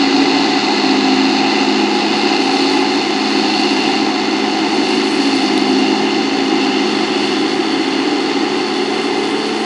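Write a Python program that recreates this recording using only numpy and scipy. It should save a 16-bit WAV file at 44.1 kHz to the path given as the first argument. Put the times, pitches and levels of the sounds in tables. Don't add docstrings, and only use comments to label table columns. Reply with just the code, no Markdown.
import sys
import numpy as np
from scipy.fft import rfft, irfft, next_fast_len
from scipy.io import wavfile
from scipy.ndimage import uniform_filter1d, minimum_filter1d, map_coordinates

SR = 44100
rng = np.random.default_rng(int(sys.argv[2]) if len(sys.argv) > 2 else 0)


def waveform_to_disk(signal):
    frames = np.transpose(np.atleast_2d(signal))
    scaled = np.clip(frames, -1, 1) * 32767
    samples = np.round(scaled).astype(np.int16)
    wavfile.write(sys.argv[1], SR, samples)


N = 425565
TURN_S = 5.55


def seconds():
    return np.arange(N) / SR


def amp(db):
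    return 10 ** (np.asarray(db) / 20)


def unit(x):
    return x / np.sqrt(np.mean(x ** 2) + 1e-20)


def curve(rows):
    return np.interp(seconds(), *np.transpose(rows))


def swells(events, half_width_s):
    return sum(db * np.exp(-((seconds() - s) / half_width_s) ** 2) for s, db in events)


def wobble(rate):
    points = rng.standard_normal(int(N * rate / SR) + 4)
    return map_coordinates(points, [np.arange(0, N, 64) * rate / SR]).repeat(64)[:N]


def part_db(sag, start_db, db_per_s, db_per_sag):
    return start_db + db_per_s * seconds() + db_per_sag * sag


def filtered(x, response):
    size = next_fast_len(N + SR // 2)
    return irfft(rfft(x, size) * response(np.fft.rfftfreq(size, 1 / SR)), size)[:N]


def noise(spectrum, rings=(), drive=None):
    f, db = np.transpose(spectrum)
    lift = lambda hz: sum(g * np.exp(-.5 * ((hz - mid) / width) ** 2) for mid, width, g in rings)
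    colour = lambda hz: amp(np.interp(np.log(hz + 1), np.log(f), db) + lift(hz))
    return unit(filtered(rng.standard_normal(N) if drive is None else drive, colour))


def tone(cycles, fade_db, flutter):
    phase = 2 * np.pi * (cycles + rng.random()) + flutter * wobble(14)
    fading = amp(fade_db * wobble(2.02))
    return np.sqrt(2) * fading * (1 + flutter * wobble(14)) * np.sin(phase)


def firings(turns, depth, uneven):
    cycle = rng.standard_normal(2048)
    repeating = unit(map_coordinates(cycle, [turns / 2 % 1 * len(cycle)], order=1, mode="grid-wrap"))
    rattle = .15 * repeating + .99 * rng.standard_normal(N)
    phase = 2 * np.pi * 3 * turns
    return rattle * np.exp(depth * np.cos(phase) + uneven * np.cos(phase / 2))


# t/s, level/dB
HUM_LEVEL = [(0, -31.5), (.45, -31), (1.0, -24.5), (1.55, -26.5), (1.85, -24), (2.2, -26), (2.5, -32),
             (2.95, -29.5), (3.4, -25), (3.9, -28.5), (4.35, -28), (5.05, -27.5), (5.33, -29.5),
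             (5.55, -26), (6.0, -25), (6.3, -29), (6.75, -26.5), (7.3, -27.5), (8.1, -37.5), (8.5, -30.5),
             (9.1, -30.5), (9.55, -26.5)]
# f/shaft speed, starting level/dB, drift/(dB per s), lift/(dB per unit of sag)
STRONG_NOTES = [(8, -27, -.5, 0), (9, -25.5, 0, 1), (10, -26, -0.72, 2), (11, -32.5, 0.66, 2),
                (12, -44, 0.75, -2), (21, -32.5, -0.79, -0.5), (22, -32.5, -0.82, 0.5),
                (22.5, -35, -0.2, 0.5), (23.5, -40, -0.73, 0)]
# t/s, f/shaft speed, lift/dB, half width/s
NOTE_SWELLS = [(.25, 12, 8, .15), (.45, 10, -6, 0.44), (1.15, 10, 2, .3), (1.95, 23.5, 13, .25),
               (2.8, 23.5, 18.5, 0.21), (3.15, 9, -8, 0.22), (3.9, 22, 5, .25), (4.25, 8, -4, 0.21),
               (4.6, 10, -13, 0.47), (4.9, 11, -7, .24), (4.55, 9, 3, 0.27), (5.6, 8, -11, .2),
               (5.9, 11, 2.5, .35), (6.85, 22.5, 6, .4), (7.2, 12, 4, 0.18), (8.05, 12, 7.5, .22),
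               (9.2, 21, 3.5, 0.44), (7.05, 8, -8, 0.2), (7.7, 9, 6.5, 0.15), (8.45, 11, -4, 0.12),
               (8.65, 10, 9, 0.42), (9.15, 11, 2, .3), (9.3, 9, -2.5, .5), (9.3, 10, 4, .3),
               (9.35, 8, 5.5, .25), (9.3, 12, 8, 0.45)]
# f/shaft speed, level/dB
FAINT_NOTES = [(3, -56.5), (4, -47.5), (5, -54.5), (6.5, -53), (10.5, -36), (18, -51), (19, -43.5),
               (23, -43.5), (25, -44), (29, -45)]

def exhaust(turns, sag):
    drone = amp(curve(HUM_LEVEL)) * tone(6 * turns, fade_db=.5, flutter=.085)
    for multiple, *level_rule in STRONG_NOTES:
        lift_db = sum(swells([(s, db)], half_s) for s, k, db, half_s in NOTE_SWELLS if k == multiple)
        level_db = part_db(sag, *level_rule) + lift_db
        drone += amp(level_db) * tone(multiple * turns, fade_db=.8, flutter=.057)
    return drone + sum(amp(db) * tone(k * turns, fade_db=2, flutter=.12) for k, db in FAINT_NOTES)


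# t/s, level/dB
KNIFE_LEVEL = [(0, -16.5), (.2, -15.5), (.55, -24), (.72, -29.5), (.9, -17.5), (1.15, -16.5), (1.35, -20),
               (1.52, -26), (1.7, -16.5), (2.15, -36), (2.45, -23.5), (2.8, -18.5), (3.08, -27), (3.3, -22),
               (3.6, -29.5), (3.95, -22), (4.17, -25.5), (4.35, -26), (4.7, -28.5), (4.95, -23),
               (5.35, -16.5), (5.5, -22.5), (5.8, -17.5), (6.15, -25.5), (6.5, -19), (7.3, -27.5),
               (7.6, -24.5), (7.9, -22), (8.5, -27), (9.3, -28.5), (9.65, -35)]

def knives(turns, cuts_per_turn=7.6):
    return amp(curve(KNIFE_LEVEL)) * tone(cuts_per_turn * turns, fade_db=.2, flutter=.1)


# t/s, lift/dB
BLOWER_LIFTS = [(.7, -12), (2.75, 6), (3.95, 4), (4.95, 9.5), (5.65, -6), (6.3, 4), (7.1, 9.5), (7.6, 3),
                (9.3, -6)]
# f/paddle rate, level/dB
PADDLE_NOTES = [(2, -39.5), (4, -43), (5, -50.5), (6, -38), (7, -42), (8, -48.5)]

def blower(turns, sag, paddles_per_turn=3.433):
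    paddles = paddles_per_turn * turns
    level_db = part_db(sag, -29.5, db_per_s=-.36, db_per_sag=-.5) + swells(BLOWER_LIFTS, .34)
    main = amp(level_db) * tone(3 * paddles, fade_db=1, flutter=.1)
    return main + sum(amp(db) * tone(k * paddles, fade_db=2.3, flutter=.15) for k, db in PADDLE_NOTES)


def gears(turns, sag, teeth_per_turn=28.66):
    level_db = part_db(sag, -40.5, db_per_s=-.55, db_per_sag=-.5)
    return amp(level_db) * tone(teeth_per_turn * turns, fade_db=1, flutter=.4)


# f/Hz, level/dB
FEED_SPECTRUM = [(20, -50.5), (50, -56), (85, -38.5), (125, -28), (155, -17), (195, -14), (228, -13),
                 (285, 0.5), (345, -1), (390, -6), (430, -10.5), (500, -15.5), (580, -20), (640, -20),
                 (1000, -82.5)]
# t/s, level change/dB
FEED_LULLS = [(.6, -1.5), (3.2, -4), (4.2, -2), (5.55, -1.5)]

def feed(sag):
    level_db = part_db(sag, -19.5, db_per_s=-.28, db_per_sag=.1) + swells(FEED_LULLS, .14)
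    late_fade_db = -2.2 * np.maximum(seconds() - 8.5, 0)
    return amp(level_db + late_fade_db + .58 * wobble(5)) * noise(FEED_SPECTRUM)


# t/s, level/dB
HOWL_LEVEL = [(0, -24), (.6, -24), (1.1, -23), (2.55, -22.5), (3.1, -26), (3.55, -24.5), (3.9, -22),
              (4.3, -25.2), (4.65, -23), (5.1, -28), (5.5, -25), (5.95, -24.5), (6.3, -27.5), (6.6, -25.5),
              (7.1, -26), (7.6, -28), (9.65, -28.5)]
# f/Hz, level/dB
HOWL_SPECTRUM = [(400, -48), (590, -18), (690, -6), (740, 1.5), (800, 1), (880, -2.5), (950, -10.5),
                 (1040, -10.5), (1200, -31.5), (2000, -73)]
# f/Hz, width/Hz, lift/dB
HOWL_RINGS = [(710, 10, -1.5), (740, 10, 2.5), (767, 10, -2), (788, 10, 2), (897, 14, 3)]

def drum_howl(turns):
    level_db = curve(HOWL_LEVEL) + .61 * wobble(12)
    return amp(level_db) * noise(HOWL_SPECTRUM, HOWL_RINGS, firings(turns, depth=.069, uneven=.079))


# f/Hz, width/Hz, lift at the start/dB, lift after the turn/dB
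METAL_RINGS = [(1860, 45, -5.5, 0), (2060, 60, 7.5, 8), (2300, 80, -1, -0.5), (2502, 40, 5, 2.5),
               (2768, 152, 6, 5.5), (3260, 88, -7, -6.5), (3450, 66, 0.5, 4), (3850, 110, 2, -4),
               (4317, 163, 7.5, 5.5), (4530, 31, 1, 2.5), (4730, 80, 2.5, -5.5), (4880, 60, 2.5, 0),
               (5830, 150, -3.5, -0.5), (6190, 110, 4, 3), (6550, 70, -4, -2.5), (7300, 90, -7, -3),
               (7620, 110, 2, -3)]

def sheet_metal(spectrum, turns, depth, uneven, slide):
    before = [(hz * (1 - slide), width, db) for hz, width, db, _ in METAL_RINGS]
    after = [(hz * (1 + slide), width, db) for hz, width, _, db in METAL_RINGS]
    start, end = (noise(spectrum, rings, firings(turns, depth, uneven)) for rings in (before, after))
    turned = np.minimum(seconds() / TURN_S, 1)
    return np.sqrt(1 - turned) * start + np.sqrt(turned) * end


# f/Hz, level/dB
CLATTER_SPECTRUM = [(500, -44.5), (1000, -3), (1350, -2), (1550, -6), (1750, -2), (2300, -6), (2900, -4.5),
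                    (3250, -6.5), (4500, -17.5), (7000, -18.5), (10000, -69)]

def clatter(turns, sag):
    level_db = part_db(sag, -21.5, db_per_s=-.49, db_per_sag=-.1) + .25 * wobble(14)
    return amp(level_db) * sheet_metal(CLATTER_SPECTRUM, turns, depth=.14, uneven=.057, slide=.011)


# f/Hz, level/dB
SPOUT_SPECTRUM = [(1500, -26), (3200, -7.5), (3600, -0.5), (4000, -2), (5000, -2.5), (5500, -9.5),
                  (6400, -14.5), (7600, -18), (8400, -28), (10000, -35.5), (11000, -73.5)]
# t/s, lift of the low ring/dB, lift of the high ring/dB
WADS = [(.05, -6, 5.5), (.8, -2, 5), (1.35, 3, 1), (1.65, 7, -2), (2.25, 9.5, 1), (2.6, 7.5, 4.5),
        (3.4, 3, 4.5), (3.62, 6.5, 7.5), (3.85, 10.5, -1), (4.95, 8, 3), (5.35, 10, 4.5), (5.8, 10, 4.5),
        (6.1, 10, -5), (6.65, 11.5, 1), (6.901, 8, 0), (7.25, 9.5, 2), (7.75, -4, 4.5), (8.7, -2, 4)]
# starting f/Hz, f after the turn/Hz, width/Hz, resting level/dB, drift/(dB per s)
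SPOUT_RINGS = [(2697, 2790, 290, -35, -0.77), (4280, 4480, 210, -32, -0.69)]

def spout(turns, sag):
    times, *lifts = np.transpose(WADS)
    surges_db = [swells(zip(times, lift), half_width_s=.17) for lift in lifts]
    hiss_db = part_db(sag, -23, db_per_s=-.84, db_per_sag=-.4) + .18 * sum(surges_db) + .71 * wobble(16)
    out = amp(hiss_db) * sheet_metal(SPOUT_SPECTRUM, turns, depth=.14, uneven=.098, slide=.0082)
    turned = np.minimum(seconds() / TURN_S, 1)
    pulsing = amp(np.cos(2 * np.pi * 3 * turns))
    for (start_hz, end_hz, width_hz, rest_db, db_per_s), surge_db in zip(SPOUT_RINGS, surges_db):
        phase = 2 * np.pi * np.cumsum(start_hz + (end_hz - start_hz) * turned) / SR
        band = lambda hz: 1 / (1 + (2 * hz / width_hz) ** 2)
        ring = sum(filtered(rng.standard_normal(N), band) * wave(phase) for wave in (np.cos, np.sin))
        level_db = rest_db + db_per_s * seconds() + surge_db + .8 * wobble(14)
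        out += amp(level_db) * unit(ring * pulsing)
    return out


# t/s, lift/dB
BREEZES = [(2.65, 6.5), (3.7, 6), (5, 7.5), (5.4, 5.5), (7.35, 3.5), (8.95, 5), (9.55, 6)]
# f/Hz, level/dB
LEAF_SPECTRUM = [(2000, -24.5), (5000, -28), (8000, 13), (9000, 6), (10200, 10), (10900, -27.5),
                 (13000, -23)]

def leaves():
    grit = amp(2.2 * wobble(300)) * rng.standard_normal(N)
    level_db = -53 + swells(BREEZES, half_width_s=.39) + 1.5 * wobble(25)
    return amp(level_db) * noise(LEAF_SPECTRUM, drive=grit)


# t/s, level/dB
TICK = [(5.579, -6)]

def tick():
    out = np.zeros(N)
    for s, db in TICK:
        t = seconds() - s
        for hz, blip_db, half_s in [(3800, -2, .00066), (6000, -15, .0002), (9700, -10.5, .00026)]:
            out += amp(db + blip_db) * np.exp(-(t / half_s) ** 2) * np.cos(2 * np.pi * hz * t)
    return out


# f/Hz, level/dB
TRACTOR_SPECTRUM = [(100, -28), (200, 1), (300, 10.5), (400, 12), (470, 5.5), (600, -6.5), (880, -6),
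                    (1250, 5.5), (1600, -2.5), (2500, -14), (3300, -5), (4500, -8), (6000, -27.5),
                    (8000, -16.5), (10000, -25.5), (11000, -64)]
# f/Hz, width/Hz, lift/dB
HOOD_RINGS = [(1995, 120, 11.5), (3020, 150, 11), (3455, 100, 12), (3830, 170, -14.5), (4360, 190, 12)]

def tractor(arrives_s=7.2, rise_db_per_s=5.5, fall_db_per_s=1):
    since = seconds() - arrives_s
    level_db = -26.5 + np.minimum(rise_db_per_s * since, -fall_db_per_s * since)
    return amp(level_db + 1.1 * wobble(8)) * noise(TRACTOR_SPECTRUM, HOOD_RINGS)


# t/s, speed/(turns per s)
SHAFT_SPEED = [(0, 36.18), (.3, 35.97), (1.1, 35.02), (1.5, 35.57), (1.7, 35.29), (2.05, 35.25),
               (2.65, 36.23), (2.9, 36.03), (3.2, 35.33), (4.0, 35.45), (4.25, 35.66), (4.6, 35.6),
               (5.08, 36.52), (5.68, 34.62), (6.3, 36.05), (6.7, 35.22), (7.05, 35.37), (7.35, 35.26),
               (7.7, 36.05), (8.1, 35.68), (8.45, 36.22), (8.7, 36.18), (9.65, 36.54)]

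def scene():
    speed = curve(SHAFT_SPEED)
    turns = np.cumsum(speed) / SR
    sag = 35.6 - speed
    notes = exhaust(turns, sag) + knives(turns) + blower(turns, sag) + gears(turns, sag)
    noises = feed(sag) + drum_howl(turns) + clatter(turns, sag) + spout(turns, sag)
    mono = notes + noises + leaves() + tick() + tractor()
    return np.array([mono, mono])


def record(dry):
    ceiling, window, top_hz = .9, int(.004 * SR), 13000
    needed_gain = ceiling / np.maximum(np.abs(dry), ceiling)
    gain = uniform_filter1d(minimum_filter1d(needed_gain, window), window)
    return np.array([filtered(channel, lambda hz: hz < top_hz) for channel in dry * gain])


dry = scene()
out = record(dry)
waveform_to_disk(out)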